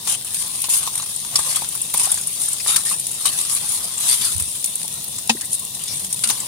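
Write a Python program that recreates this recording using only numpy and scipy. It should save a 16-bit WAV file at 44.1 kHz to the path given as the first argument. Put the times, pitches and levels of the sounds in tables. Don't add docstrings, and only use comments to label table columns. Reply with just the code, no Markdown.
import sys
import numpy as np
from scipy import signal
from scipy.fft import rfft, irfft
from scipy.io import wavfile
from scipy.ndimage import uniform_filter1d, map_coordinates

SR = 44100
rng = np.random.default_rng(int(sys.argv[2]) if len(sys.argv) > 2 else 0)


def wrap_up_sound(samples):
    columns = np.atleast_2d(samples).T
    tamed = np.clip(columns, -1, 1)
    steps = np.round(tamed * 32767).astype(np.int16)
    wavfile.write(sys.argv[1], SR, steps)


def convert_level_to_amplitude(level_db):
    exponent = np.asarray(level_db, float) / 20
    return 10 ** exponent


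N = 285327
HZ = np.fft.rfftfreq(N, 1 / SR)

# f/Hz, level/dB
FLAME_SPECTRUM = [(15, -49), (25, -19.5), (90, 1), (129, 4), (179, 2), (295, -8), (1060, -11), (1310, -44),
                  (1500, -29), (1950, -85), (3300, -120)]
# f/Hz, level/dB
JET_SPECTRUM = [(710, -49), (1200, -44), (1510, -50), (1890, -13), (2320, -59), (2650, -10), (3110, -14),
                (3550, -2), (4450, -9.5), (6650, -9.5), (7910, -8), (9310, -2), (11400, -9.5), (15200, -7),
                (16000, -16)]
# t/s, level/dB
DRAUGHT = [(0, 1), (.4, -1.5), (1.5, 0.5), (2.4, 0), (3.8, 1), (4.7, -1), (5.2, -0.5), (5.7, 1), (6.1, 2),
           (6.47, 1)]
# t/s, delay of long waves at the left port/samples
TURN = [(0, -4), (1.4, -3), (2.2, 0), (3, 1.5), (5.22, 1.5), (5.27, 7), (5.4, 7), (5.45, 1.5), (6.47, 2.5)]
# f/Hz, level/dB
FILM_SPECTRUM = [(180, -63), (300, 5), (593, -24.5), (787, -21.5), (1120, -16), (1430, -23.5),
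                 (1720, -22.5), (2070, -21), (3700, -13), (4590, -14.5), (6100, -14.5), (8090, -8),
                 (9300, 1.5), (10700, -9), (16000, -32)]
BAND_EDGES = (620, 2000, 6500, 11500, 16000)
LEFTWARD = np.array([-1.2, 7.0, 4.5, 1.5])
# t/s, rustle level/dB, weight of the grip/dB
BUSY = [(0, -40, 4), (.18, -29, -5), (.45, -28, -0.5), (.67, -23.5, -6.5), (.83, -27.5, 2.5),
        (1.19, -27, -10), (1.36, -28.5, 4.5), (1.93, -25.5, -10.5), (2.16, -26, -5.5), (2.65, -24, -6),
        (2.96, -22.5, -21), (3.22, -28, 0.5), (3.91, -26.5, -1), (4.45, -24, -10), (5.261, -31.5, -6),
        (5.58, -30.5, -6.5), (6.2, -25, -11.5), (6.47, -33, 0.5)]
# peak t/s, level/dB, build/s, fade/s, weight of the grip/dB
PULLS = [(0.108, -19.5, 0.058, .055, 7), (.4, -21.5, 0.092, 0.05, -0.5), (.74, -13, 0.046, 0.063, -2),
         (1.52, -23, 0.14, 0.14, 13), (2.03, -20, 0.088, 0.11, 13), (2.1, -34.5, 0.083, 0.13, 21.5),
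         (2.43, -21.5, 0.04, 0.09, -14), (2.69, -20.5, 0.028, 0.14, 14.5), (2.92, -19.5, 0.11, 0.037, 4.5),
         (3.262, -20, 0.031, 0.052, 9.5), (3.55, -20.5, 0.14, 0.052, 5), (3.39, -20.5, 0.069, 0.025, 5.5),
         (4.03, -27.5, 0.053, 0.047, 12), (3.71, -22, 0.085, 0.11, 0.5), (4.12, -15, 0.11, 0.063, 6.5),
         (4.24, -21, 0.12, 0.14, 11), (5.92, -28.5, 0.031, 0.18, 4), (5.53, -15, 0.017, 0.033, -22),
         (6.31, -30.5, 0.069, 0.25, 16.5)]
RUSTLE_COLOUR = np.array([-14.0, -4.5, -3.5, -5.0])
PULL_COLOUR = np.array([-25.0, -9.5, -2.5, -5.0])
WEIGHT_SHARE = np.array([0.99, 0.47, 0.013, 0.2])
# t/s, peak level/dB, low f/Hz, high f/Hz, high minus low level/dB
TAPS = [(0.07, -24, 1010, 3780, -7), (.641, -22, 1054, 3800, -12), (.686, -21.5, 980, 3500, -10),
        (0.875, -16, 950, 3670, 0.5), (0.998, -19, 1180, 3970, -1), (1.357, -11.5, 1164, 5090, 9.5),
        (1.392, -12, 1090, 4170, -10), (1.569, -17.5, 1115, 4460, -3), (1.621, -17.5, 840, 3600, -18),
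        (1.945, -13, 864, 3520, -11), (2.014, -19, 960, 3780, -9), (2.072, -16.5, 800, 4030, -10),
        (2.662, -14.5, 1180, 3700, -27), (2.761, -13.5, 1594, 4640, 3), (2.915, -19, 1095, 5100, -12),
        (3.255, -12, 1116, 3630, -12), (5.296, -1, 928, 2760, 0), (6.238, -24.5, 1370, 4600, 12),
        (6.297, -21, 1120, 4140, 7)]
# t/s, peak level/dB, body minus peak/dB, rasp minus peak/dB
KNOCKS = [(0.072, -14, -9.5, 0.5), (.2458, -14.5, -22, -30), (0.6404, -23, -3.5, 11),
          (.829, -12.5, -18.5, -8), (0.873, -21.5, -16, 1), (0.953, -11, -17, -14),
          (0.977, -13, -14.5, -10), (1.025, -26, -2, -7), (1.355, -3, -16, -3), (1.3887, -6.5, -15, -17),
          (1.558, -4.5, -28, -12), (1.75, -14, -12.5, -27), (1.938, -8.5, -9, -7.5),
          (2.1736, -20.5, -6, -6), (2.416, -13, -30, -18), (2.7596, -4, -32, -3), (2.8664, -13, -15.5, -4),
          (2.9086, -20, -21, -22), (3.254, -1.5, -17.5, -5.5), (3.525, -11, -21, -21),
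          (4.0018, -8.5, -20, -22), (4.3974, -8, -19.5, -12.5), (5.184, -16.5, -15, -7),
          (5.273, -22, -31, -15), (5.2932, -22.5, 8.5, 21.5), (5.4093, -12, -21.5, -8.5),
          (5.878, -26, -26, 6), (6.2362, -6, -12.5, 0), (6.286, -12.5, -32, -4), (6.299, -9.5, -3, 3.5)]
# t/s, peak level/dB
CRINKLES = [(0.095, -2.5), (1.1607, -9), (1.8154, -6), (1.973, 0), (2.032, -1), (2.116, 4), (2.141, -5),
            (2.211, -14), (2.27, -3.5), (2.4844, -4.5), (2.5297, -6), (2.9963, -10), (3.113, -9),
            (3.411, -6), (3.549, -7), (3.691, -16), (4.083, -7), (4.6575, -8), (4.754, -6.5),
            (5.5286, -7.5), (5.594, -10.5), (5.6492, -9.5), (1.46, -30), (1.5, -10), (1.687, -7),
            (4.422, -10), (4.935, -18), (5.08, -14.5), (5.454, -15), (5.7, -28)]
# t/s, peak level/dB
CRACKS = [(.344, -5.5), (.6174, -7.5), (.699, -6), (.771, -18), (2.053, -1.5), (2.358, -18.5),
          (2.5144, -23), (2.672, -10), (2.679, -3), (3.0665, -10.5), (3.495, -10), (3.979, -18),
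          (4.2486, -6), (4.363, -12.5), (4.6414, -3.5), (5.746, -12.5), (5.836, -9.5), (6.0445, -18),
          (6.126, -2), (6.1913, -21), (6.273, -6)]
# t/s, peak level/dB
TICKS = [(0.0727, -14), (0.2468, -26), (0.3401, -15), (0.4773, -17), (0.62, -11), (0.6679, -19),
         (0.7033, -23), (0.7277, -18), (0.7706, -12), (0.8734, -15), (1.3573, -15), (1.7489, -12),
         (1.939, -5), (2.3585, -28), (2.6723, -22), (2.76, -11), (3.0679, -21), (3.258, -10), (3.5374, -19),
         (3.7194, -15), (4.0821, -25), (4.2512, -23), (4.4004, -15), (4.643, -10), (4.8788, -16),
         (5.0409, -15), (5.4146, -20), (6.126, -20), (6.2382, -31), (6.3, -8)]
# t/s, length/s, level/dB, f/Hz
SCRAPES = [(.1, 0.07, -35.5, 3100), (.073, .086, -45, 1150), (.697, .044, -25, 7020),
           (.699, .066, -39, 2680), (1.545, 0.035, -33.5, 3300), (1.542, .057, -44, 1060),
           (2.673, .1, -29.5, 3700), (2.674, .12, -38.5, 1310), (2.863, .051, -34, 5200),
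           (2.857, .04, -37, 1830), (2.883, .054, -41, 4350), (2.904, .04, -38, 1240),
           (3.256, .045, -29, 3900), (3.252, .054, -31, 3050), (4.081, .063, -26.5, 4640),
           (4.079, .076, -31, 3510), (4.206, 0.075, -31, 4580), (4.209, .068, -33.5, 3560),
           (5.881, .061, -35, 5470), (5.878, 0.09, -48, 2300), (6.251, .026, -39, 2830),
           (6.24, .05, -41, 1360)]
# t/s, length/s, level/dB, f/Hz
SWISHES = [(.073, 0.089, -32, 6360), (.075, .089, -31, 7700), (.073, .091, -37.5, 2900),
           (5.874, .071, -33.5, 5460), (5.871, .081, -40, 4300), (2.597, .021, -38.5, 2400),
           (2.597, .021, -33.5, 5100), (1.3555, .015, -23.5, 4400), (4.006, 0.056, -35, 6900),
           (3.976, 0.012, -26.5, 7700), (6.4, .015, -28, 7850), (5.181, .013, -32, 7800),
           (5.367, .011, -46, 1970), (5.401, 0.053, -44.5, 1920), (6.301, .031, -28, 6500),
           (5.44, 0.035, -32, 9400), (5.795, 0.048, -40.5, 3100), (1.02, .014, -32, 6700),
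           (2.174, 0.014, -29.5, 7300), (.715, .06, -42, 1060), (4.84, 0.023, -44, 900),
           (5.52, .02, -37, 6500)]
# t/s, peak level/dB, rasp minus peak/dB
PRICKS = [(0.2108, -21, 0), (.557, -12, -12), (.605, -14, -10), (.736, -6, -10), (.789, -9, -12),
          (2.127, -9, -17), (2.158, -13, -15), (3.4975, -9, -15), (3.529, -11, -12), (3.541, -10, -15),
          (3.566, -10, -15), (3.72, -11, -15), (3.765, -13, -15), (5.531, -10, -10), (5.66, -19, -15),
          (0.306, -17, -5), (.388, -15, -20), (.423, -9, -2), (.977, -15, -15), (1.2481, -19, 3),
          (1.5, -14, -10), (1.645, -15.5, 2), (2.212, -15, -18), (2.4159, -12, -10), (2.453, -15, -15),
          (2.6723, -12, -5), (2.761, -5, -5), (2.766, -6, -5), (3.0674, -12.5, -11), (2.9971, -14, -15),
          (3.2226, -14, -15), (3.45, -16, 2.5), (3.691, -11, -15), (3.7878, -13, -19), (3.8422, -8, -15),
          (4.0892, -6, -2), (4.097, 2.5, -8.5), (4.112, -4, -10), (4.128, -1, -12), (4.2512, -8, -10),
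          (4.27, -12, -3), (4.38, -7, -18), (4.5401, -16, -15), (4.815, -18, 0), (4.83, -10.5, -5),
          (4.8788, -12, -4.5), (4.9252, -15, -15), (4.94, -18, -12), (5.0418, -14, -8), (5.1163, -18, -17),
          (5.1432, -21, -1), (5.2745, -15, -15), (5.7189, -19, -15), (5.7936, -18, -2), (5.9713, -14, -15),
          (5.995, -13, -10), (6.0462, -14, -4), (6.143, -11, -15), (6.1913, -16, -1), (6.2901, -6, -13)]
# t/s, level/dB, f/Hz, length/s, left minus right level/dB
BUMPS = [
    (4.348, -22, 91, 0.037, -30),
    (4.407, -24, 87, 0.029, -30),
    (4.444, -38, 70, 0.053, -30),
    (5.349, -28, 360, 0.0079, 0),
    (5.945, -39.5, 140, 0.041, -1),
    (6.255, -38, 222, .06, -1),
    (6.02, -42, 190, .07, 1.5),
]
# f/Hz, level/dB, t60/s
TIN_MODES = [(229, -8.5, 1.1), (813, 2, 0.048), (1840, -2, 0.034), (2580, 8.5, 0.025), (3500, -2, 0.018),
             (4480, -7, 0.014), (5200, -2, 0.025), (5500, -24, 0.25), (495, -9, 0.034), (6540, -16, 0.059),
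             (7600, -36, 0.38), (6900, 3, 0.015)]
# t/s, level/dB
TIN_BLOWS = [
    (5.2958, -11),
    (5.300, -12.5),
]


def level(x, db):
    return x * convert_level_to_amplitude(db) / np.sqrt(np.mean(x ** 2))


def colour(x, spectrum, lo_hz=1., hi_hz=3e4):
    hz, db = np.transpose(spectrum)
    f = HZ + 1
    edges = 1 / np.sqrt((1 + (lo_hz / f) ** 12) * (1 + (f / hi_hz) ** 12))
    return irfft(rfft(x) * convert_level_to_amplitude(np.interp(np.log(f), np.log(hz), db)) * edges, N)


def curve(rows):
    return np.interp(np.arange(N) / SR, *np.transpose(rows))


def walk(rate):
    k = int(SR / rate)
    steps = np.repeat(rng.standard_normal(N // k + 1), k)
    return 0.52 * uniform_filter1d(uniform_filter1d(steps, k), k)[:N]


def late(x, lag):
    return np.interp(np.arange(N) - np.round(lag), np.arange(N), x)


def ports(alike, lag):
    shared, left, right = rng.standard_normal((3, N))
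    common = np.array([late(shared, lag), shared])
    return np.sqrt(alike) * common + np.sqrt(1 - alike) * np.array([left, right])


def patchy(x, depth_db, wide_hz, long_s):
    cells = signal.stft(x, nperseg=512)[2]
    coarse = rng.standard_normal((200, 800))
    pitch = np.arange(257) * SR / 512 / wide_hz
    time = np.arange(cells.shape[-1]) * 256 / SR / long_s
    grid = np.meshgrid(pitch, time, indexing="ij")
    field = convert_level_to_amplitude(depth_db * map_coordinates(coarse, grid, order=1, mode="wrap"))
    return signal.istft(cells * field, nperseg=512)[1][..., :N]


def ring(hz, t60, length=.25):
    t = np.arange(int(length * SR)) / SR
    return np.sin(2 * np.pi * hz * t) * np.exp(-np.log(1000) * t / t60)


def add(out, sound, s):
    i = int(s * SR)
    out[..., i:i + sound.shape[-1]] += sound[..., :N - i]


def stove():
    flame_db = -46
    flame = level(colour(ports(0.93, lag=0), FLAME_SPECTRUM), flame_db)
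    flame = flame * convert_level_to_amplitude(3.8 * walk(50) + curve(DRAUGHT))
    air = level(colour(ports(0, lag=0), FLAME_SPECTRUM, hi_hz=112.0), flame_db - 33.0)
    air = air * convert_level_to_amplitude(np.array([[-9.], [3.]]))
    hiss = patchy(ports(0.14, lag=-1.6), depth_db=3.5, wide_hz=198.0, long_s=.06)
    shaded = [colour(port, [(1200, 0), (4400, db), (8000, 1.3 * db), (15000, -.5 * db)])
              for port, db in zip(hiss, (2.5, -2.5))]
    jet = level(colour(np.array(shaded), JET_SPECTRUM), -33.5) * convert_level_to_amplitude(0.28 * walk(23.3))
    return flame + air + jet


def creases(rate, spread_db, t60):
    when, size = rng.random(N), rng.exponential(size=N)
    kicks = (when < rate / SR) * convert_level_to_amplitude(spread_db * np.minimum(size, 4)) ** 2
    fall = np.exp(-2 * np.log(1000) / (t60 * SR))
    power = signal.lfilter([1], [1, -fall], kicks)
    return np.sqrt(power / power.mean())


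def film_bands(patch_share=1):
    near = patchy(ports(0.44, lag=curve(TURN)), depth_db=6.2 * patch_share, wide_hz=170.7, long_s=.035)
    scattered = patchy(ports(0.083, lag=6), depth_db=4.1 * patch_share, wide_hz=198.4, long_s=.03)
    sides = convert_level_to_amplitude(np.outer(LEFTWARD, [.5, -.5]))[..., None]
    edges = zip((near, scattered, scattered, scattered), BAND_EDGES, BAND_EDGES[1:])
    return sides * [level(colour(noise, FILM_SPECTRUM, lo, hi), 0) for noise, lo, hi in edges]


def band_power(db, colour_db, weight):
    return convert_level_to_amplitude(db + np.reshape(colour_db, (4, 1)) + np.reshape(WEIGHT_SHARE, (4, 1)) * weight) ** 2


def handling(bands):
    t = np.arange(N) / SR
    s, db, weight = np.transpose(BUSY)
    power = band_power(np.interp(t, s, db), RUSTLE_COLOUR, np.interp(t, s, weight))
    for s, db, build, fade, weight in PULLS:
        away = np.maximum((s - t) / build, (t - s) / fade) ** 1.65
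        power = power + band_power(0, PULL_COLOUR, weight) * convert_level_to_amplitude(db - 12 * away) ** 2
    fine = creases(rate=500.0, spread_db=2.0, t60=0.025)
    coarse = .26 * np.log(1e-3 + creases(rate=200.0, spread_db=4.0, t60=0.07))
    crackle_share = 0.11
    separate = creases(rate=70., spread_db=0.5, t60=0.038) ** 2
    crackle = np.sqrt(1 - crackle_share * (1 - separate))
    gate = convert_level_to_amplitude(-2.5) * crackle * fine ** 0.27 * np.exp(coarse)
    return gate * (np.sqrt(power)[:, None] * bands).sum(axis=0)


def taps():
    out = np.zeros(N)
    t60 = 0.042
    for s, db, low_hz, high_hz, high_db in TAPS:
        contact = np.diff(rng.standard_normal(256) * np.exp(-np.arange(256) / SR / 0.0022))
        low_modes = (ring(low_hz, t60) + 0.5 * ring(1.1 * low_hz, 1.28 * t60)
                     + 0.27 * ring(1.47 * low_hz, 0.15 * t60) + 0.076 * ring(0.54 * low_hz, 0.5 * t60))
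        high_modes = (ring(high_hz, 0.77 * t60) + 0.64 * ring(1.093 * high_hz, 0.66 * t60)
                      + 0.58 * ring(0.68 * high_hz, 0.42 * t60) + 0.39 * ring(0.28 * high_hz, 0.35 * t60))
        low = np.convolve(contact, low_modes)
        high = np.convolve(contact, high_modes)
        both = low / low.max() + convert_level_to_amplitude(high_db + 4.5) * high / high.max()
        add(out, convert_level_to_amplitude(db - 6.0) * both, s)
    return np.array([late(out, curve(TURN)), out])


def snaps(bands):
    gate = np.zeros((4, N))
    t = np.arange(int(.15 * SR)) / SR
    events = [(*e, -33, -38, 0.036) for e in CRINKLES]
    events += [(*e, -36, -11.5, 0.035) for e in CRACKS]
    events += [(*e, 0.069) for e in KNOCKS]
    for s, db, body, rasp, t60 in events:
        shape = np.minimum(t / 0.002, 1) * np.exp(-np.log(1000) * t / t60)
        add(gate, convert_level_to_amplitude(db - 6.0 + np.array([[body], [rasp], [0], [-13]])) * shape, s)
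    ragged = creases(rate=2000.0, spread_db=6.5, t60=0.018) ** 0.34
    return ragged * (gate[:, None] * bands).sum(axis=0)


def ticks():
    gate = np.zeros(N)
    t = np.arange(int(.03 * SR)) / SR
    for s, db in TICKS:
        add(gate, convert_level_to_amplitude(db - 5.5) * np.minimum(t / 0.00065, 1) * np.exp(-t / 0.0058), s)
    bright = colour(ports(0.15, lag=2.6), [(2000, -42), (6000, -26), (12000, 11), (16000, 13)])
    return gate * level(bright, 0) * convert_level_to_amplitude(np.array([[-.8], [.8]]))


def drag(length, db, hz, turns, steep=False):
    t = np.arange(int(length * SR)) / SR
    slip = rng.standard_normal((2, SR // 2))[:, :len(t)]
    slip = slip * np.minimum(t / 0.0025, 1) * np.minimum((length - t) / 0.016, 1)
    slip[1] = 0.17 * slip[0] + 0.41 * slip[1]
    mode = ring(hz, turns / hz, 0.0083)
    if steep:
        mode = np.convolve(mode, mode)
    return level(signal.fftconvolve(slip, mode[None], axes=1), db)


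def scrapes():
    out = np.zeros((2, N))
    for s, length, db, hz in SCRAPES:
        add(out, drag(length, db, hz, turns=72.0), s)
    return out * creases(rate=620.0, spread_db=2.0, t60=0.021) ** .5


def swishes():
    out = np.zeros((2, N))
    for s, length, db, hz in SWISHES:
        add(out, drag(length, db, hz, turns=9.8, steep=True), s)
    return out * creases(rate=900.0, spread_db=3.0, t60=0.011) ** 0.43


def pricks(bands):
    gate = np.zeros((4, N))
    t = np.arange(int(.04 * SR)) / SR
    shape = np.minimum(t / .0008, 1) * np.exp(-np.log(1000) * t / 0.018)
    for s, db, rasp in PRICKS:
        add(gate, convert_level_to_amplitude(db - 8.5 + np.array([[1.9 * rasp - 12], [rasp], [0], [-8.]])) * shape, s)
    return (gate[:, None] * bands).sum(axis=0)


def bumps():
    out = np.zeros((2, N))
    for s, db, hz, length, left_db in BUMPS:
        t = np.arange(int(length * SR)) / SR
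        thud = np.sin(np.pi * t / length) ** 0.18 * np.sin(2 * np.pi * hz * t)
        add(out, convert_level_to_amplitude(db + np.array([[left_db], [0]])) * thud, s)
    return out


def tin():
    body = sum(convert_level_to_amplitude(db) * ring(hz, min(t60, .14)) for hz, db, t60 in TIN_MODES)
    body = body * np.minimum(np.arange(len(body)) / SR / .0022, 1)
    blows = np.zeros(N)
    for s, db in TIN_BLOWS:
        add(blows, convert_level_to_amplitude(db) * body, s)
    left, right = (colour(blows, [(300, 0), (800, db), (1500, 0), (2600, -1.3 * db)]) for db in (-2.5, 2.5))
    return np.array([np.roll(left, 5), right])


def scene():
    rustle, crisp = handling(film_bands()), film_bands(patch_share=0.65)
    hands = rustle + snaps(crisp) + pricks(crisp) + ticks() + scrapes() + taps()
    return hands + tin() + bumps() + stove() + swishes()


def top_cut(x):
    return signal.sosfilt(signal.butter(12, 15900, fs=SR, output="sos"), x)


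def record(dry):
    firm = signal.sosfilt(signal.butter(3, 50., "high", fs=SR, output="sos"), dry)
    rounded = np.tanh(1.3 * firm) / 1.3
    cut = signal.sosfilt(signal.ellip(8, .2, 70, 15900, fs=SR, output="sos"), rounded)
    return top_cut(cut)


dry = scene()
out = record(dry)
wrap_up_sound(out)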